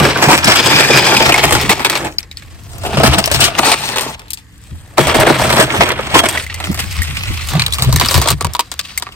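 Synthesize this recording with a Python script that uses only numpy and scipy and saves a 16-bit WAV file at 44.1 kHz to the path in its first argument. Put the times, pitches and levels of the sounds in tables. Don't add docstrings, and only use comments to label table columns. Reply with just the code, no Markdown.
import sys
import numpy as np
from scipy import signal
from scipy.fft import next_fast_len
from scipy.io import wavfile
from scipy.ndimage import uniform_filter1d

SR = 44100
rng = np.random.default_rng(int(sys.argv[2]) if len(sys.argv) > 2 else 0)


def wav_record(signal):
    frames = np.transpose(np.atleast_2d(signal))
    bounded = np.clip(frames, -1, 1)
    quanta = np.round(bounded * 32767).astype(np.int16)
    wavfile.write(sys.argv[1], SR, quanta)


N = 403713

# (time [s], body 250-1500 Hz [dB], edge 1.5-5 kHz [dB], grit 5-16 kHz [dB])
SCRAPE_LEVELS = [
    [(0.0, -8, -15, -26), (0.13, -21, -19.5, -34), (0.298, -13.5, -14.5, -25.5), (0.43, -25.5, -19.5, -33)],
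    [(0.44, -17, -12.5, -29), (0.54, -23.5, -18, -31), (0.72, -15, -9.5, -23), (1.16, -16, -12, -24.5),
     (1.334, -18, -13.5, -30.5), (1.6, -26, -21, -31)],
    [(1.6, -23, -15.5, -30), (1.802, -28.5, -29, -38), (1.936, -27, -22, -42), (1.976, -26, -34, -29),
     (2.062, -21, -23, -45), (2.11, -38, -38, -55)],
    [(2.115, -43, -44, -42), (2.193, -48, -56, -68), (2.315, -58, -55, -65), (2.407, -56, -45.5, -58),
     (2.733, -42.5, -43.5, -42.5), (2.8, -33, -38, -48)],
    [(2.8, -39, -38, -44), (2.898, -28, -30, -39.5), (3.014, -21, -20, -35), (3.082, -22.5, -16.5, -28.5),
     (3.156, -17, -19.5, -36), (3.23, -28, -24.5, -38)],
    [(3.235, -27, -27, -34), (3.291, -32, -30, -49), (3.415, -24.5, -14, -27), (3.539, -29, -25, -47),
     (3.6, -20.5, -20, -28)],
    [(3.752, -33.5, -22, -33.5), (3.842, -26, -15.5, -27), (3.912, -25.5, -18, -29.5),
     (3.98, -34, -23, -45), (4.102, -26.5, -29.5, -37), (4.15, -45, -31, -47)],
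    [(4.155, -45, -44, -60), (4.259, -51, -46, -63), (4.381, -68, -59, -66), (4.625, -59, -53, -55),
     (4.787, -56, -52, -51.5), (4.97, -41.5, -53, -55)],
    [(4.975, -29, -33, -42), (5.029, -20.5, -24.5, -29), (5.149, -25, -30, -46), (5.437, -15, -21, -26),
     (5.605, -14, -20.5, -28.5), (5.67, -26, -24, -35)],
    [(5.68, -25, -29.5, -44), (5.76, -18, -25, -29), (5.948, -25, -28, -46), (6.206, -29.5, -27.5, -35.5),
     (6.354, -28, -29, -35.5), (6.45, -43, -31, -35)],
    [(6.45, -46, -35, -47), (6.586, -40, -33, -44), (6.862, -40.5, -30, -33.5),
     (6.988, -41.5, -23.5, -37.5), (7.5, -41, -27.5, -34)],
    [(7.5, -29, -22, -39), (7.674, -38.5, -26.5, -41.5), (7.846, -35, -26, -38.5), (8.122, -34, -20.5, -25),
     (8.232, -27, -21, -32), (8.34, -43, -27, -41)],
    [(8.36, -50, -47, -47), (8.432, -40, -39, -54), (8.538, -39, -36, -51), (8.72, -56, -45, -55),
     (8.9, -51, -32, -43), (9.154, -50, -44, -60)],
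]
# (time [s], peak [dB], body [dB], grit [dB], nominal rattle time to fall 60 dB [s], note [Hz],
#  note level [dB above the nominal peak])
CRACK_EVENTS = [(0.16, -3, 3, -43, 0.13, 1530, -2), (0.224, 9, -9, -20, 0.12, 855, -17),
                (0.286, 6, 3, -12, 0.14, 750, -7.5), (0.377, 1, -20, -15, 0.071, 2350, -14),
                (0.444, 0.5, -13, -12, 0.12, 5170, 6), (0.478, 8, -6, -14, 0.085, 990, -14),
                (0.558, 0, -19, -10, 0.094, 2410, -6), (0.66, 1, 1, -7, 0.18, 1050, -14),
                (0.973, 7, -23, -19, 0.11, 2420, -6), (1.12, 1, -4, -19, 0.17, 2340, -3),
                (1.167, 6.5, -28, -17, 0.049, 2520, 0), (1.204, 3, -11, -27, 0.25, 526, -5),
                (1.322, 7, -28, -15, 0.037, 2500, 0), (1.342, 6, -16, -13, 0.041, 2180, 3.5),
                (1.378, 6, -15, -23, 0.19, 850, -14), (1.437, 6, -1, -5, 0.078, 693, -7),
                (1.508, 3.5, -7, -14, 0.077, 884, -16), (1.523, 3.5, -13, -15, 0.17, 485, -10),
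                (1.551, 2, -12, -19, 0.085, 1426, -9), (1.612, -6, -17, -13, 0.19, 2260, -15),
                (1.692, -5, -7, -23, 0.085, 2230, -10), (1.694, 6, -15, -13, 0.18, 1990, -3),
                (1.794, -2, -7, -21, 0.19, 875, -16), (1.847, 10, -15.5, -19.5, 0.094, 923, -23),
                (1.898, 3, -19, -10.5, 0.076, 1950, -13), (1.927, -5, -10, -19, 0.16, 861, -13),
                (1.953, 1, -12.5, -22, 0.14, 830, -15), (2.047, -5.5, 0, -15, 0.26, 720, -12),
                (2.184, -9, -43, -11, 0.085, 4560, 14), (2.229, -25, -30, -18, 0.11, 5300, 7),
                (2.313, -17, -38, -17, 0.068, 3860, -2), (2.371, -20, -42, -14, 0.16, 4440, 9),
                (2.422, -23.5, -16, -18, 0.085, 1660, -8), (2.782, -20.5, -19, 3, 0.062, 593, -14),
                (2.835, -8.5, 4, -8, 0.15, 773, -18), (2.85, -13, -5, -13, 0.12, 770, -2),
                (2.863, -12.5, -9, -12, 0.11, 725, 0), (2.93, -8.5, -8, -35, 0.26, 717, -6),
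                (2.971, 0, -10, -24, 0.2, 567, -6), (3.001, 3, 5, -34, 0.092, 670, -4),
                (3.034, 11.5, -4, -16, 0.078, 600, -7), (3.136, 2.5, -4, -15, 0.085, 713, -9),
                (3.185, 2, -8, -7, 0.072, 650, -3), (3.24, -0.5, -23, -22, 0.072, 4960, 1),
                (3.258, -1, -22, 2, 0.053, 5450, 1), (3.275, 0.5, -23, -24, 0.062, 649, -9),
                (3.314, 2.5, -15.5, -11.5, 0.12, 585, -10), (3.344, 3, -21.5, -15, 0.17, 5330, -4),
                (3.405, -1, -24, -1, 0.11, 2600, -21), (3.44, 6, -34, -11, 0.14, 4670, -1),
                (3.587, -3, -8, -31, 0.1, 886, -12), (3.631, 1, -16, -33, 0.26, 800, -8),
                (3.717, 8, -19, -17, 0.11, 700, -9), (3.959, -4, -10, -13, 0.2, 510, -12),
                (3.983, -1, -31, -19, 0.055, 500, -13), (4.009, -6, -9, -11, 0.26, 910, -21),
                (4.181, -41, -5, -5, 0.085, 920, -8), (4.194, -14, -42, -19, 0.04, 5200, -10),
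                (4.282, -27, -32, -16, 0.092, 4000, -13), (4.305, -7.5, -34, -2, 0.044, 4030, -8),
                (4.333, -6.5, -41, 0.5, 0.062, 4580, -5), (4.373, -21.5, -30, -19, 0.18, 4420, -4),
                (4.98, 13, 7, -8.5, 0.079, 890, -8), (5.07, -4, -4, -8, 0.18, 600, -1),
                (5.145, -2.5, -3, -7, 0.24, 600, -1.5), (5.199, 0, 4, -1.5, 0.14, 622, -1.5),
                (5.251, -6, 9, -24, 0.085, 623, -3), (5.268, 4, 6, -9, 0.12, 686, -4),
                (5.421, -9, -16, -15, 0.069, 615, 2), (5.527, 2, -2.5, -9, 0.085, 950, -9),
                (5.599, 1, -5, -6, 0.18, 587, -3), (5.704, -27, 2, -29, 0.078, 980, -8),
                (5.807, 12, -2.5, -26, 0.095, 694, -8), (6.14, 1, 8, -24, 0.085, 670, -10),
                (6.238, 2.5, 8, -11, 0.085, 595, -8), (6.287, -4.5, -11, -3, 0.098, 660, -12),
                (6.351, -12, -7, -19, 0.16, 1520, 0), (6.374, -10.5, -20, -12, 0.069, 1950, 8),
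                (6.465, -20, -27, -7, 0.076, 2050, 6), (6.498, -10.5, -37, -38, 0.085, 1920, -3),
                (6.542, -10, -37, -6, 0.053, 2030, -11), (6.576, -25, -7, -16, 0.057, 2440, 3),
                (6.601, -7, -12, -19, 0.091, 770, -13), (6.64, -10, -18, -15, 0.19, 3170, 0),
                (6.714, -15, -1, 0, 0.096, 506, -14), (6.744, -9, -12, 0, 0.057, 2210, -15),
                (6.775, -14.5, -18, -13, 0.11, 2130, -8), (6.791, -2.5, -18, -15.5, 0.15, 2000, -20),
                (6.927, -18, -25, 1, 0.056, 2000, -4), (6.967, -17.5, -20, 2, 0.076, 1070, -7),
                (7.019, -10.5, -33, 5, 0.15, 1905, 4.5), (7.169, -2.5, -33, -20, 0.051, 2480, -6),
                (7.208, -12, -22, -24, 0.061, 2600, -1), (7.235, -11, -16, -10, 0.049, 2580, 2),
                (7.442, -23, -27, -3, 0.085, 2270, -14), (7.486, -12, -16, -4, 0.23, 2560, -14),
                (7.534, -10.5, -2, -10, 0.069, 1780, -7), (7.552, -7, -3, -15, 0.14, 664, -5.5),
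                (7.595, 5, -30, -22.5, 0.074, 4190, -7), (7.62, -1, -26, -22, 0.067, 4240, 3),
                (7.663, 0.5, -29, -14, 0.037, 3840, 1.5), (7.706, -21, -23, -6, 0.074, 3560, -8),
                (7.724, -10, -39, -1, 0.069, 3470, 6), (7.735, -6.5, -41, -8, 0.12, 3920, 7),
                (7.784, -7, -16.5, -18, 0.23, 2780, -6), (7.822, -2, -23, -8, 0.12, 3840, 2.5),
                (7.892, -19, -1, -5, 0.085, 650, 3), (7.926, 0.5, -5, 1, 0.059, 1040, -15),
                (7.96, 2.5, -17, -6, 0.048, 1770, -11), (7.985, -11, -23, -13, 0.067, 1760, -6),
                (7.998, 3.5, -16, -8, 0.047, 950, -17), (8.011, 3.5, -14, -23, 0.16, 1630, -13),
                (8.059, -0.5, -15, -12, 0.05, 1260, -15), (8.086, -1.5, -22, -14, 0.085, 4950, 5),
                (8.11, -1.5, -10, -6, 0.14, 550, -14), (8.142, 2, -13, -11, 0.2, 1255, -18),
                (8.177, 3.5, -3, -10, 0.038, 1170, -18), (8.193, -26, -8, -11, 0.078, 966, -8),
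                (8.215, 0, -11, -8, 0.096, 936, -15), (8.258, -4.5, -22, -22, 0.077, 610, -9),
                (8.274, 0.5, -11, -12, 0.06, 934, -9), (8.285, 1.5, -19, -14, 0.073, 900, -17),
                (8.303, 4, -8, -4.5, 0.078, 1150, -12), (8.409, -3, -9, -9, 0.063, 1150, -8),
                (8.446, 1, -8.5, -9, 0.052, 958, -6.5), (8.535, -10, -22, 0, 0.037, 5540, -4),
                (8.55, -1.5, -19, -16, 0.04, 983, -5.5), (8.593, 3, -19.5, -12, 0.063, 956, -4),
                (8.716, -8.5, -20.5, -12.5, 0.08, 3600, -19), (8.792, 0.5, -31.5, -15.5, 0.061, 3530, -8),
                (8.853, -18, -27, -16, 0.085, 2580, -8), (8.976, -0.5, -23, 1.5, 0.048, 2100, -7),
                (9.023, -5.5, -17, -15, 0.044, 964, -18), (9.067, -11.5, -16, -45, 0.05, 1160, -9),
                (9.122, -23, -25, -16, 0.078, 2860, -2)]
# (frequency [Hz], likeness [0 to 1])
SIDE_LIKENESS = [(60, 1), (130, 1), (290, 0.93), (640, 0.79), (1400, 0.5), (3100, 0.59), (6800, 0.57),
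                 (15000, 0.6)]
# (frequency [Hz], left minus right [dB])
SIDE_BALANCE = [(60, 1.5), (110, 1.5), (200, 2.5), (380, -5), (700, -2), (1290, -4.5), (2380, -4.5),
                (4400, 0.5), (8120, 5), (15000, -6.5)]


def amp(db):
    return np.exp(np.asarray(db) * (np.log(10) / 20))


def rms_one(x):
    return x / np.sqrt(np.mean(x ** 2) + 1e-20)


def in_time(rows):
    s, *columns = np.transpose(rows)
    seconds = np.arange(N) / SR
    return np.array([np.interp(seconds, s, column) for column in columns])


def at_hz(points, hz):
    table_hz, values = np.array(points).T
    return np.interp(np.log(hz), np.log(table_hz + 1), values)


def drift(rate_hz):
    step = 20
    r = np.exp(-2 * np.pi * rate_hz * step / SR)
    noise = rng.standard_normal(N // step + 2002)
    slow = signal.lfilter([1], [1, -2 * r, r * r], noise)[2000:]
    return np.interp(np.arange(N) / step, np.arange(len(slow)), rms_one(slow))


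def resonance(x, hz, width_hz):
    r = np.exp(-np.pi * max(width_hz, 5) / SR)
    feed = np.array([1, 0, -1]) * (1 - r * r) / 2
    return signal.lfilter(feed, [1, -2 * r * np.cos(2 * np.pi * hz / SR), r * r], x)


def sides(pan_db):
    return amp(np.array([pan_db / 2, -pan_db / 2]))


def stereo(mid, side, alike):
    alike = np.clip(alike, -.99, .99)
    opposed = side * np.array([[1], [-1]])
    return np.sqrt(1 + alike) * mid + np.sqrt(1 - alike) * opposed


def bands(low_hz):
    edges = low_hz * 2 ** np.arange(0, np.log2(18000 / low_hz), 1 / 3)
    return [(signal.butter(2, [a, b], "band", fs=SR, output="sos"), np.sqrt(a * b))
            for a, b in zip(edges, edges[1:])]


def slips(per_s, spread_db, ring_s):
    size = amp(spread_db * np.minimum(rng.exponential(1, N), 4))
    catches = (rng.random(N) < per_s / SR) * size
    r = amp(-60 / (ring_s * SR))
    steady = 4.4
    return rms_one(steady + signal.lfilter([1], [1, -r], catches))


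def scrape_force():
    # (start [s], end [s], rise above the scrape [dB])
    lurches = [(0, 0.003, 16), (0.04, 0.123, 4.5), (0.285, 0.362, 7.5), (0.468, 0.543, 8.5),
               (0.553, 0.608, 7), (0.795, 0.812, 6.5), (0.928, 0.933, 4.5), (1.047, 1.072, 4.5),
               (1.25, 1.303, 9.5), (1.433, 1.458, 11.5), (1.693, 1.733, 11), (3.034, 3.08, 11.5),
               (3.121, 3.146, 5.5), (3.179, 3.206, 12), (3.408, 3.49, 6.5), (3.585, 3.597, 18),
               (3.646, 3.746, 10.5), (4.969, 5.016, 14), (5.077, 5.132, 10), (5.136, 5.172, 8.5),
               (5.178, 5.238, 10), (5.266, 5.316, 12), (5.581, 5.646, 7), (5.799, 5.845, 7),
               (5.855, 5.926, 8), (6.142, 6.206, 16.5), (6.233, 6.269, 8.5)]
    zone_db = in_time(np.vstack(SCRAPE_LEVELS))
    lurch_db = np.zeros(N)
    for start, end, db in lurches:
        lurch_db[round(start * SR):round(end * SR)] = db
    lurch_db = uniform_filter1d(lurch_db, size=350)
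    shared = slips(per_s=100, spread_db=3.0, ring_s=0.013) * amp(1.9 * drift(33) + lurch_db)
    own = np.array([slips(per_s=60, spread_db=8, ring_s=ring_s) for ring_s in (.03, .012, .006)])
    return amp(zone_db) * shared * own


def plastic():
    # (frequency [Hz], level [dB per Hz])
    spectrum = [(120, -33), (200, -5.5), (381, -2.5), (434, -5), (638, -1.5), (1730, -6), (2000, -6.5),
                (2410, -7.5), (3000, -6.5), (4940, -6.5), (5930, -16.5), (8420, -15), (9580, -21.5),
                (15200, -13), (16400, -35)]
    zone_hz = [600, 2700, 9000]
    force = np.log(np.hypot(scrape_force(), crack_force()) + 1e-7)
    white, out = rng.standard_normal((2, 2, N)), np.zeros((2, N))
    white *= amp(5.38 * rng.standard_normal(N)) * 0.61
    bank = bands(220)
    hz = np.array([h for sos, h in bank])
    level = amp(at_hz(spectrum, hz)) * np.sqrt(hz)
    zone = np.digitize(hz, [1500, 5000])
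    for k, (sos, h) in enumerate(bank):
        place = np.interp(np.log(h), np.log(zone_hz), [0, 1, 2])
        low = min(int(place), 1)
        gain = np.exp((1 + low - place) * force[low] + (place - low) * force[low + 1])
        gain = gain * amp(1.55 * drift(28))
        gain = gain * sides(at_hz(SIDE_BALANCE, h))[:, None]
        zone_total = np.sqrt(np.sum(level[zone == zone[k]] ** 2))
        share = level[k] / zone_total * np.sqrt(SR / h)
        noise = stereo(*white[k % 2], at_hz(SIDE_LIKENESS, h))
        out += share * signal.sosfilt(sos, gain * noise)
    return out


def shell(x):
    swaps = [0, .55, 1.25, 2.5, 3.55, 4.5, 6.42, 7.5, 9.2]
    hollows = [
        [(325, 57, 4), (820, 290, 2), (1660, 270, 6), (2350, 200, 7), (5400, 900, 4.5), (8000, 300, 8.5)],
        [(367, 105, 5.5), (890, 52, 5), (1680, 230, 7), (2410, 170, 9.5), (3400, 260, 4.5), (4950, 310, 10),
         (6550, 120, 6.5), (7980, 460, 7)],
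        [(378, 95, 5), (840, 41, 4), (1860, 290, 2.5), (2230, 140, 6), (2500, 83, 5), (8170, 390, 6.5)],
        [(334, 34, 5), (677, 32, 9), (860, 22, 0), (2740, 710, 4), (4800, 900, 1), (8430, 420, 7.5)],
        [(322, 80, 0), (690, 36, 2), (867, 90, 8), (2580, 250, 3.5), (3280, 130, -2), (8600, 130, 12)],
        [(633, 18, 7), (960, 37, 4.5), (2000, 1600, 8), (3250, 30, 12), (6800, 83, -17), (8340, 800, 9)],
        [(1150, 130, 3), (2050, 270, 7), (2520, 210, 4), (8450, 370, 6.5)],
        [(980, 34, 3.5), (1150, 130, 5.5), (2210, 310, 1), (3880, 170, 4.5), (4620, 98, 6), (8460, 260, 6)],
    ]
    panel_redraw_s = .2
    out, hold = x.copy(), round(panel_redraw_s * SR)
    grip = drift(28)
    for start, end, modes in zip(swaps, swaps[1:], hollows):
        part = slice(round(start * SR), round(end * SR))
        for hz, width, db in modes:
            waver = amp(2.2 * np.roll(grip, round(7 * hz))[part])
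            out[:, part] += (amp(db) - 1) * resonance(x[:, part] * waver, hz, width)
    for i in range(0, N, hold):
        piece = np.pad(x[:, i:i + hold], ((0, 0), (0, hold // 2)))[:, :N - i]
        panel_hz = 280 * 2 ** (5 * rng.random(18))
        ringing = sum(0.55 * resonance(piece, hz, 15 + hz / 70) for hz in panel_hz)
        out[:, i:i + piece.shape[1]] += ringing
    return out


def air():
    # (frequency [Hz], level [dB])
    hush = [(15, -39), (25, 1), (82, 5.5), (301, -13), (373, 2), (560, -52), (1610, -12.5), (2160, -32.5),
            (8360, -33.5), (16000, -43)]
    white = rng.standard_normal((2, 2, N))
    out = np.zeros((2, N))
    for k, (sos, h) in enumerate(bands(40)[::2]):
        noise = stereo(*white[k % 2], at_hz(SIDE_LIKENESS, h))
        out += amp(at_hz(hush, h)) * signal.sosfilt(sos, noise)
    return amp(-40) * rms_one(out)


def shaking():
    # (time of the crest [s], carcass [dB], air cavity [dB], tread knock [dB])
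    thumps = [(0.019, -18, -13, -16), (0.289, -29, -16.5, -10), (0.329, -30, -36, -18),
              (0.479, -32, -17, -9), (0.663, -37, -24, -29), (0.758, -31, -21, -26), (0.903, -30, -37, -28),
              (0.963, -39, -16, -38), (1.182, -29, -25, -20), (1.282, -24, -23, -33),
              (1.467, -23, -19, -35), (1.546, -17, -22, -25), (1.586, -33, -22, -30),
              (1.646, -24, -26, -28), (1.701, -34, -26, -15.5), (2.834, -28, -37, -40),
              (2.95, -32, -32, -22.5), (2.993, -24, -15.5, -15), (3.048, -26, -19, -11.5),
              (3.093, -10.5, -15.5, -26), (3.188, -33, -34, -14), (3.337, -17.5, -28, -33),
              (3.377, -33, -21, -32), (3.422, -21, -21, -22.5), (4.734, -25, -41, -51),
              (5.019, -36, -13, -36), (5.093, -21, -29, -40), (5.193, -14, -31, -33),
              (5.283, -29, -27, -17.5), (5.323, -35, -21, -32), (5.423, -23, -33, -32),
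              (5.483, -25, -27, -22), (5.547, -29, -32, -20), (5.602, -31, -25, -18),
              (5.647, -31, -21, -35), (5.805, -19, -29, -15), (6.156, -22, -22, -17),
              (6.704, -22, -28, -12.5), (6.844, -28, -37, -30.5), (7.004, -17.5, -43, -36),
              (7.104, -31, -29, -34), (7.144, -31, -36, -45), (7.308, -15.5, -43, -33),
              (7.533, -34, -34, -31), (7.571, -25, -8, -30), (7.828, -23, -17, -28), (7.888, -13, -9, -29),
              (7.95, -12.5, -13, -24), (8.042, -19, -26, -25), (8.176, -10, -14, -19),
              (8.329, -16.5, -16, -37), (8.46, -20, -24, -32)]
    # (time [s], level [dB])
    roll = [(0.0, -29), (0.94, -36), (1.5, -33), (2.27, -45.5), (3.03, -25), (3.85, -43), (4.46, -49),
            (4.99, -40.5), (5.23, -34.5), (6.45, -31.5), (6.83, -27), (8.08, -26), (8.62, -52), (9.15, -52)]
    drag_shakes = [-11, -15]
    thump_rise = [0.026, 0.024, 0.013]
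    thump_fall = [0.037, 0.026, 0.0093]
    drag_db = in_time(np.vstack(SCRAPE_LEVELS))[0]
    power = amp([*in_time(roll), *(drag_db + db for db in drag_shakes)]) ** 2
    t = np.arange(-SR // 8, SR // 4)
    rise = (t / SR / np.c_[thump_rise]) ** 2
    fall = t / SR / np.c_[thump_fall]
    swell = np.exp(-2 * np.where(t < 0, rise, fall))
    for s, *db in thumps:
        i = round(s * SR) + t
        inside = (i >= 0) & (i < N)
        power[:, i[inside]] += (amp(np.c_[db]) ** 2 * swell)[:, inside]
    return np.sqrt(power)


def boom():
    # (frequency [Hz], width of the first filter [Hz], left-right likeness [0 to 1])
    boom_modes = [(77, 28, .55), (134, 16, .9), (195, 50, .88)]
    out = 0
    for level, (hz, width, alike) in zip(shaking(), boom_modes):
        narrow = resonance(rng.standard_normal((2, N)), hz, width)
        mid, side = resonance(narrow, hz, 2.57 * width)
        swing = np.abs(signal.hilbert(mid, next_fast_len(N))[:N])
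        mid = mid / (swing + 0.9 * mid.std())
        out = out + level * stereo(rms_one(mid), rms_one(side), alike)
    return out * sides(0.51)[:, None]


def crack_force():
    rattle_share = [0.69, 1, 0.85]
    edge_db = -8
    out, t = np.zeros((3, N)), np.arange(SR // 6) / SR
    rebounds = rng.uniform(.01, 0.027, len(CRACK_EVENTS))
    for (s, peak_db, body_db, grit_db, t60, *_), rebound in zip(CRACK_EVENTS, rebounds):
        i = round(s * SR)
        colour = amp([body_db, edge_db, grit_db])
        size = amp(peak_db - 7.0) * colour / np.sqrt(np.sum(colour ** 2))
        snap = 0.99 * amp(-60 * t / 0.0047)
        rattle = 0.67 * amp(-60 * t / np.clip(t60 * np.c_[rattle_share], .015, .2))
        second_snap = 0.6 * (t > rebound) * amp(-60 * np.abs(t - rebound) / 0.0061)
        shape = snap + rattle + second_snap
        out[:, i:i + len(t)] += (size[:, None] * shape)[:, :N - i]
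    return out


def notes():
    low_note_t60_s = 0.054
    out, t = np.zeros((2, N)), np.arange(SR // 10) / SR
    chance = rng.random((len(CRACK_EVENTS), 3))
    for (s, peak_db, *_, hz, note_db), (turn, lag, split) in zip(CRACK_EVENTS, chance):
        i = round(s * SR)
        out_of_step = np.array([[0], [hz / 2000 * (lag - .5)]])
        phase = 2 * np.pi * (hz * t + turn) + out_of_step
        pair = np.sin(phase) + .5 * np.sin(phase * (1.1 + .06 * split))
        t60 = low_note_t60_s * min(1, 1200 / hz)
        shape = (1 - np.exp(-t / 0.00041)) * amp(-60 * t / t60)
        gain = amp(peak_db + note_db) * sides(at_hz(SIDE_BALANCE, hz))[:, None]
        out[:, i:i + len(t)] += (gain * pair * shape)[:, :N - i]
    return out


def wander(x):
    lag_spread_s = .0001
    lag = np.round(lag_spread_s * SR * drift(1.5) / 2).astype(int)
    left_at = np.clip(np.arange(N) - lag, 0, N - 1)
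    right_at = np.clip(np.arange(N) + lag, 0, N - 1)
    return np.array([x[0, left_at], x[1, right_at]])


def scene():
    # (time [s], left minus right [dB])
    plastic_place = [(0, 3.5), (1, 4.5), (2, 4), (2.6, 1.5), (3.2, 6), (4.2, 4.5), (5.2, 3.5), (6.3, 2),
                     (6.6, 1.5), (7.6, 1.5), (8.2, 2), (9.154, 3.5)]
    toys = shell(plastic()) + notes()
    return wander(toys * sides(in_time(plastic_place)[0])) + boom() + air()


def record(dry):
    hardness, ceiling, cutoff_hz = 4.04, 1.03, 15850
    clipped = dry / (1 + np.abs(dry / ceiling) ** hardness) ** (1 / hardness)
    top_cut = signal.ellip(8, .5, 50, cutoff_hz, fs=SR, output="sos")
    return np.clip(signal.sosfilt(top_cut, clipped), -1, 1)


dry = scene()
out = record(dry)
wav_record(out)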